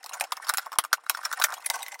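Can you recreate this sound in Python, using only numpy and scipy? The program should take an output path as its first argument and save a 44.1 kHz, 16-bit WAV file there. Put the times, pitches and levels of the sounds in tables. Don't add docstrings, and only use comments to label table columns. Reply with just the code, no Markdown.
import sys
import numpy as np
from scipy import signal
from scipy.fft import rfft, irfft
from scipy.io import wavfile
from scipy.ndimage import uniform_filter1d

SR = 44100
rng = np.random.default_rng(int(sys.argv[2]) if len(sys.argv) > 2 else 0)


def bounce(signal):
    frames = np.transpose(np.atleast_2d(signal))
    limited = np.clip(frames, -1, 1)
    pcm = np.round(limited * 32767).astype(np.int16)
    wavfile.write(sys.argv[1], SR, pcm)


def undo_db(level):
    steps = np.asarray(level, float) / 20
    return 10 ** steps


N = 88200
CHANGE_S = 1.625

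# [f/Hz, level/dB]
WALL_BEFORE = [(620, 4), (785, 5.5), (940, -10), (1010, 3.5), (1080, 4.5), (1207, 4), (1320, 1), (1400, 6),
               (1491, 4.5), (1608, -48), (1850, 1), (2070, -4), (2206, -1.5)]
# [f/Hz, level/dB]
WALL_AFTER = [(610, 9), (800, 15), (930, 14.5), (1075, 8.5), (1500, 5.5), (1870, -11), (2050, 8.5)]
RIM_BEFORE = [3870, 5340, 5314, 6980, 8840, 9020, 10810]
RIM_AFTER = [5860, 6180, 7700, 8540, 10250]
# [f/Hz, level/dB]
AIR_COLOUR = [(30, -47), (400, 5), (1000, 3.5), (2000, -3.5), (15000, -37)]

WALL_T60_S, RIM_T60_S = 0.039, 0.029
WALL_OCTAVES, RIM_OCTAVES = 0.23, 0.15
SHEET_DB = 7.5
SLIP_DB = 3.5
TICK_HZ = 5340


def colour(x, points):
    points = np.array(points, float)
    f = np.maximum(np.arange(len(x) // 2 + 1) * SR / len(x), 1)
    level_db = np.interp(np.log(f), np.log(points[:, 0]), points[:, 1])
    return irfft(rfft(x) * undo_db(level_db), len(x))


def unit(x):
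    return x / np.sqrt(np.mean(x ** 2))


def fade(t60, size):
    return np.exp(-np.log(1000) * np.arange(size) / SR / t60)


def slow_start(size=3500):
    return (1 - np.exp(-np.arange(size) / SR / 0.00094)) ** 2


def add(out, s, sound, db):
    i = int(max(s, 0) * SR)
    part = sound[:N - i]
    out[i:i + len(part)] += part * undo_db(db) / np.abs(sound).max()


def ring(modes, t60, hz, octaves, chance, size=3500):
    off_db, scatter_db, detune = -12, 2.5, 0.008
    if np.ndim(modes) > 1:
        f, db = np.array(modes, float).T
    else:
        f, db = np.array(modes, float), 0
    near = np.exp(-.5 * (np.log2(f / hz) / octaves) ** 2)
    gain = undo_db(db + off_db * (1 - near) + scatter_db * chance[0, :len(f)])
    f = f * (1 + detune * chance[2, :len(f)])
    waves = np.sin(2 * np.pi * f[:, None] * np.arange(size) / SR)
    return unit(gain @ waves * fade(t60, size))


def slips(rate, spread_db, size):
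    u = rng.random((3, size))
    happens = u[0] < rate / SR
    strength = undo_db(-spread_db * np.log(u[1] + 1e-9).clip(-3, 0))
    return happens * strength * np.sign(u[2] - .5)


def sheet(hz, size=3500):
    crack_s, crack_db, hiss_t60_s, patch_db = 0.0006, 17, 0.054, 3.5
    # [f/Hz, level/dB]
    sheet_colour = [(1700, -1), (3000, -6), (9000, -9), (15000, -10)]
    patches = np.c_[np.geomspace(1500, 16000, num=20), patch_db * rng.standard_normal(20)]
    noise = colour(rng.standard_normal(size), [(700, -128), *sheet_colour])
    noise = colour(noise, patches)
    crack = colour(noise, [(hz / 2, -12), (hz, 0), (hz * 2, -12)])
    crack = crack * np.exp(-np.arange(size) / SR / crack_s)
    hiss = unit(noise) * fade(hiss_t60_s, size)
    return unit(hiss + undo_db(crack_db) * crack / np.std(noise))


def rim_body(s, hz, sheet_db):
    modes = [hz, *(RIM_BEFORE if s < CHANGE_S else RIM_AFTER)]
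    rim = ring(modes, RIM_T60_S, hz, RIM_OCTAVES, rng.standard_normal((3, 16)))
    return rim + undo_db(sheet_db) * sheet(hz)


def workshop_air():
    return unit(colour(rng.standard_normal(N), AIR_COLOUR))


def scrape():
    grains_per_s, grain_db = 2600, 3.5
    low_db, high_db, walk_db = 1.5, -5.5, 11
    # [t/s, level/dB]
    pressure = [(0, -71.5), (.13, -56), (.29, -65.5), (.46, -55), (.62, -57.5), (.73, -62), (.89, -66),
                (1.02, -65), (1.2, -55), (1.37, -55), (1.55, -53.5), (1.62, -60), (1.75, -50), (2, -70)]
    t, out = np.arange(N) / SR, np.zeros(N)
    hold = SR // 60
    before = (WALL_BEFORE, RIM_BEFORE, t < CHANGE_S)
    after = (WALL_AFTER, RIM_AFTER, t >= CHANGE_S)
    for wall, rim, when in (before, after):
        for low_hz, high_hz in ((800, 2800), (1050, 5400), (1450, 7000), (1900, 9500)):
            steps = np.repeat(rng.standard_normal(N // hold + 1), hold)
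            walk = uniform_filter1d(steps, hold)[:N]
            press = undo_db(np.interp(t, *np.array(pressure).T) + walk_db * walk)
            grains = unit(slips(grains_per_s / 4, grain_db, size=N)) * press * when / 2
            chance = rng.standard_normal((2, 3, 16))
            low = unit(ring(wall, WALL_T60_S, low_hz, WALL_OCTAVES, chance[0]) * slow_start())
            hiss = colour(sheet(high_hz), [(high_hz, 0), (2 * high_hz, -10)])
            high = unit(ring(rim, RIM_T60_S, high_hz, RIM_OCTAVES, chance[1]) + undo_db(SHEET_DB) * hiss)
            body = (undo_db(low_db) * low + undo_db(high_db) * high) / np.sqrt(len(low))
            out += signal.fftconvolve(grains, body)[:N]
    return out


def snaps():
    slips_per_s, first_slip_db, snap_db, tick_s = 2500, 9.5, -2.5, 0.0022
    # [t/s, peak level/dB, brightest f/Hz, crunch length/s]
    tears = [(0.0613, -24, 5340, 0.0017), (0.0938, -23.5, 9650, 0.0012), (0.1345, -22, 6860, 0.01),
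             (0.199, -16.5, 8300, 0.00067), (0.2096, -6.5, 8440, 0.00067), (0.3209, -12.5, 4800, 0.0015),
             (0.4848, -19.5, 4500, 0.0022), (0.4929, -6.5, 8900, 0.001), (0.497, -12, 5340, 0.0016),
             (0.538, -11, 8500, 0.00087), (0.5722, -9.5, 11100, 0.0011), (0.5828, -8.5, 5560, 0.0018),
             (0.7863, 0.5, 9520, 0.00027), (0.7866, -22.5, 2900, 0.001), (0.839, -22, 8160, 0.0054),
             (0.9292, -11.5, 10960, 0.0016), (0.9297, -6.5, 5760, 0.0039), (1.0966, -1, 10840, 0.00064),
             (1.3274, -13.5, 3800, 0.0045), (1.4144, -19, 3880, 0.013), (1.4209, -10, 3870, 0.0013),
             (1.4395, -3, 7590, 0.0028), (1.5234, -20.5, 3680, 0.0006), (1.54, -18.5, 6900, 0.0023),
             (1.7, -8, 6100, 0.0019), (1.7564, -22.5, 6450, 0.003), (1.8292, -19, 5900, 0.0018),
             (1.8822, -22, 11200, 0.0016), (1.943, -29.5, 6300, 0.0051)]
    # [t/s, peak level/dB]
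    ticks = [(0.0298, -37), (0.0421, -24), (0.239, -25.5), (0.3693, -24.5), (0.4683, -28), (0.545, -25),
             (0.6608, -32.5), (0.7192, -27), (0.7292, -26.5), (0.7552, -38), (0.8488, -25.5), (1.039, -46),
             (1.1718, -27), (1.189, -41), (1.2126, -44), (1.2313, -34), (1.314, -21), (1.379, -45),
             (1.3988, -18), (1.494, -40), (1.504, -29), (1.533, -34), (1.583, -38), (1.6334, -52),
             (1.815, -45), (1.8635, -27.5), (1.9914, -33.5)]
    out, t = np.zeros(N), np.arange(1500) / SR
    for s, db, hz, length in list(tears) + [(s, db, TICK_HZ, tick_s) for s, db in ticks]:
        run = slips(slips_per_s, SLIP_DB, size=1500) * np.exp(-t / max(length, .0002))
        run[0] = undo_db(first_slip_db)
        add(out, s, signal.fftconvolve(run, rim_body(s, hz, SHEET_DB)), db + snap_db)
    return out


def pops():
    blip_cycles, pop_db = 1.45, 1
    tail_db, tail_after_db = -9, -6.5
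    grit_db, grit_t60_s = -27, 0.0053
    # [peak t/s, peak level/dB, f/Hz]
    early = [(0.0335, -36, 1701), (0.0455, -34, 818), (0.0558, -37, 947), (0.0631, -33, 1033),
             (0.066, -35, 1022), (0.0976, -37, 1001), (0.1125, -31, 958), (0.1333, -33, 1431),
             (0.1365, -30, 1421), (0.1433, -31, 1367), (0.1472, -31, 936), (0.1533, -31, 1141),
             (0.1568, -35, 882), (0.1613, -34, 979), (0.1697, -32, 904), (0.1989, -29, 1227),
             (0.2116, -19, 775), (0.224, -29, 872), (0.2274, -23, 785), (0.2388, -24, 775),
             (0.3073, -43, 1302), (0.323, -15, 1087), (0.3276, -23, 1076), (0.3743, -27, 1108),
             (0.3794, -35, 1927), (0.4001, -30, 1022), (0.4395, -37, 1464), (0.4479, -36, 1076),
             (0.4604, -40, 1119), (0.4705, -27, 1162), (0.4803, -29, 1216), (0.4896, -20, 1248),
             (0.4975, -10, 1259), (0.5033, -22, 1464), (0.5076, -25, 1378), (0.5382, -20, 1227),
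             (0.5452, -21, 1442), (0.5739, -26, 1356), (0.5838, -20, 1367), (0.592, -25, 1281),
             (0.5953, -24, 1442), (0.6629, -31, 958), (0.6675, -24, 968), (0.6932, -40, 1356),
             (0.7193, -29, 1012), (0.7228, -31, 1087), (0.7289, -25, 1173), (0.7337, -30, 1033),
             (0.7392, -29, 1184), (0.7598, -29, 1108), (0.7667, -37, 947)]
    # [peak t/s, peak level/dB, f/Hz]
    middle = [(0.788, -9, 1141), (0.7933, -20, 979), (0.8314, -39, 1431), (0.8407, -24, 1238),
              (0.8498, -21, 1216), (0.9173, -43, 1119), (0.922, -40, 1356), (0.9313, -6, 1367),
              (0.9409, -21, 1507), (0.982, -37, 990), (0.9927, -41, 1173), (1.0383, -42, 947),
              (1.0657, -27, 1335), (1.0986, -15, 1388), (1.1019, -19, 1044), (1.1492, -19, 1378),
              (1.1737, -27, 1044), (1.1908, -26, 1065), (1.2163, -34, 1410), (1.235, -26, 1356),
              (1.2545, -24, 1141), (1.258, -20, 1367), (1.2652, -27, 1367), (1.2683, -31, 1453),
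              (1.3055, -39, 1044), (1.3163, -20, 1302), (1.3295, -21, 1388), (1.3345, -17, 1324),
              (1.381, -34, 1453), (1.3871, -36, 1087), (1.4006, -18, 893), (1.4159, -14, 1335),
              (1.4196, -18, 1335), (1.4237, -19, 1410), (1.4411, -11, 1367), (1.4447, -12, 1841),
              (1.4696, -28, 1302), (1.4858, -24, 1238), (1.4977, -24, 1248), (1.5049, -27, 1238),
              (1.5126, -28, 1130), (1.5185, -32, 1614), (1.523, -26, 1238), (1.5266, -24, 1453),
              (1.5303, -24, 882), (1.5333, -26, 1335), (1.5429, -31, 958), (1.5684, -35, 818),
              (1.58, -31, 958), (1.5975, -36, 915)]
    # [peak t/s, peak level/dB, f/Hz]
    late = [(1.6324, -42, 925), (1.6485, -34, 1937), (1.6643, -23, 2056), (1.6928, -38, 775),
            (1.7025, -20, 882), (1.7057, -19, 1851), (1.7112, -26, 936), (1.7514, -37, 1421),
            (1.756, -33, 915), (1.7598, -32, 947), (1.7651, -23, 872), (1.7718, -33, 861),
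            (1.8036, -41, 925), (1.814, -34, 958), (1.8228, -33, 925), (1.8316, -31, 2099),
            (1.8646, -30, 2067), (1.8836, -28, 2024), (1.9132, -37, 2024), (1.9192, -35, 2034),
            (1.9241, -32, 2056), (1.9443, -32, 2002), (1.9515, -34, 2045), (1.957, -35, 947)]
    # [peak t/s, peak level/dB, f/Hz]
    last = (1.997, -32.5, 1140)
    out, t = np.zeros(N), np.arange(3500) / SR
    for s, db, hz in list(early) + list(middle) + list(late) + [last]:
        before = s < CHANGE_S
        chance = rng.standard_normal((2, 3, 16))
        rise = blip_cycles / hz
        blip = (t / rise * np.exp(1 - t / rise)) ** 3 * np.sin(2 * np.pi * hz * t)
        wall_modes = WALL_BEFORE if before else WALL_AFTER
        rim_modes = RIM_BEFORE if before else RIM_AFTER
        wall = ring(wall_modes, WALL_T60_S, hz, WALL_OCTAVES, chance[0]) * slow_start()
        grit = ring(rim_modes, grit_t60_s, TICK_HZ, RIM_OCTAVES, chance[1]) * slow_start()
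        tail = undo_db(tail_db if before else tail_after_db) * wall / wall.max()
        tail = tail + undo_db(grit_db) * grit / grit.max()
        direction = np.sign(chance[0, 1, 0])
        add(out, s - rise, direction * (blip + tail), db + pop_db)
    return out


def room_echo(work):
    echo_db, echo_t60_s = -31.5, 0.061
    tail = unit(colour(rng.standard_normal(12000), AIR_COLOUR) * fade(echo_t60_s, size=12000))
    delayed = np.pad(tail, (200, 0)) / np.sqrt(len(tail))
    return undo_db(echo_db) * signal.fftconvolve(work, delayed)[:N]


def bench(shake):
    t = np.arange(9000) / SR
    hum = sum(np.sin(2 * np.pi * hz * t) * (318 / hz) ** 2 for hz in (318, 485))
    hum = hum * fade(.11, size=9000)
    return undo_db(-43.5) * signal.fftconvolve(shake, hum)[:N]


def rasps():
    slips_per_s, rasp_sheet_db = 4000, -1
    # [peak t/s, peak level/dB, singing f/Hz, swell/s, release/s]
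    binds = [(.448, -33, 4900, .003, 0.0014), (0.476, -30, 4540, 0.0037, .003),
             (1.065, -39, 3920, 0.0028, 0.0022), (1.151, -27, 5440, 0.006, 0.00093),
             (1.253, -16.5, 5570, 0.0024, 0.0025), (1.576, -38, 3380, 0.014, 0.0019),
             (1.604, -43, 2650, 0.0023, 0.0029), (1.647, -33.5, 2470, .006, .003),
             (1.662, -15, 9940, 0.0015, .002), (1.753, -32.5, 6200, .008, 0.0048),
             (1.822, -30.5, 3760, 0.0022, 0.0027), (1.921, -31.5, 7390, 0.0036, 0.0017)]
    out, t = np.zeros(N), np.arange(-1500, 1500) / SR
    for s, db, hz, rise, fall in binds:
        run = slips(slips_per_s, SLIP_DB, size=3000) * np.exp(np.minimum(t / rise, -t / fall))
        add(out, s + t[0], signal.fftconvolve(run, rim_body(s, hz, rasp_sheet_db)), db)
    return out


def jolt():
    out, t = np.zeros(N), np.arange(1500) / SR
    push = t * np.exp(-t * 390 * 2 * np.pi)
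    add(out, .7865, push, -18)
    return out


def scene():
    air = workshop_air()
    air_db, bench_air_db = -64, -54.5
    work = scrape() + snaps() + pops() + rasps()
    shake = work + undo_db(bench_air_db) * air
    return (work + room_echo(work) + undo_db(air_db) * air + jolt() + bench(shake))[None]


def roll_off(x):
    return signal.sosfilt(signal.butter(12, 16820, fs=SR, output="sos"), x)


def record(dry):
    low_cut_hz, leak_db, top_hz = 569, -14, 15900
    low_cut = signal.butter(7, low_cut_hz, "high", fs=SR, output="sos")
    thin = signal.sosfilt(low_cut, dry) + undo_db(leak_db) * dry
    top_cut = signal.ellip(6, .5, 22, top_hz, fs=SR, output="sos")
    return roll_off(signal.sosfilt(top_cut, thin))


dry = scene()
out = record(dry)
bounce(out)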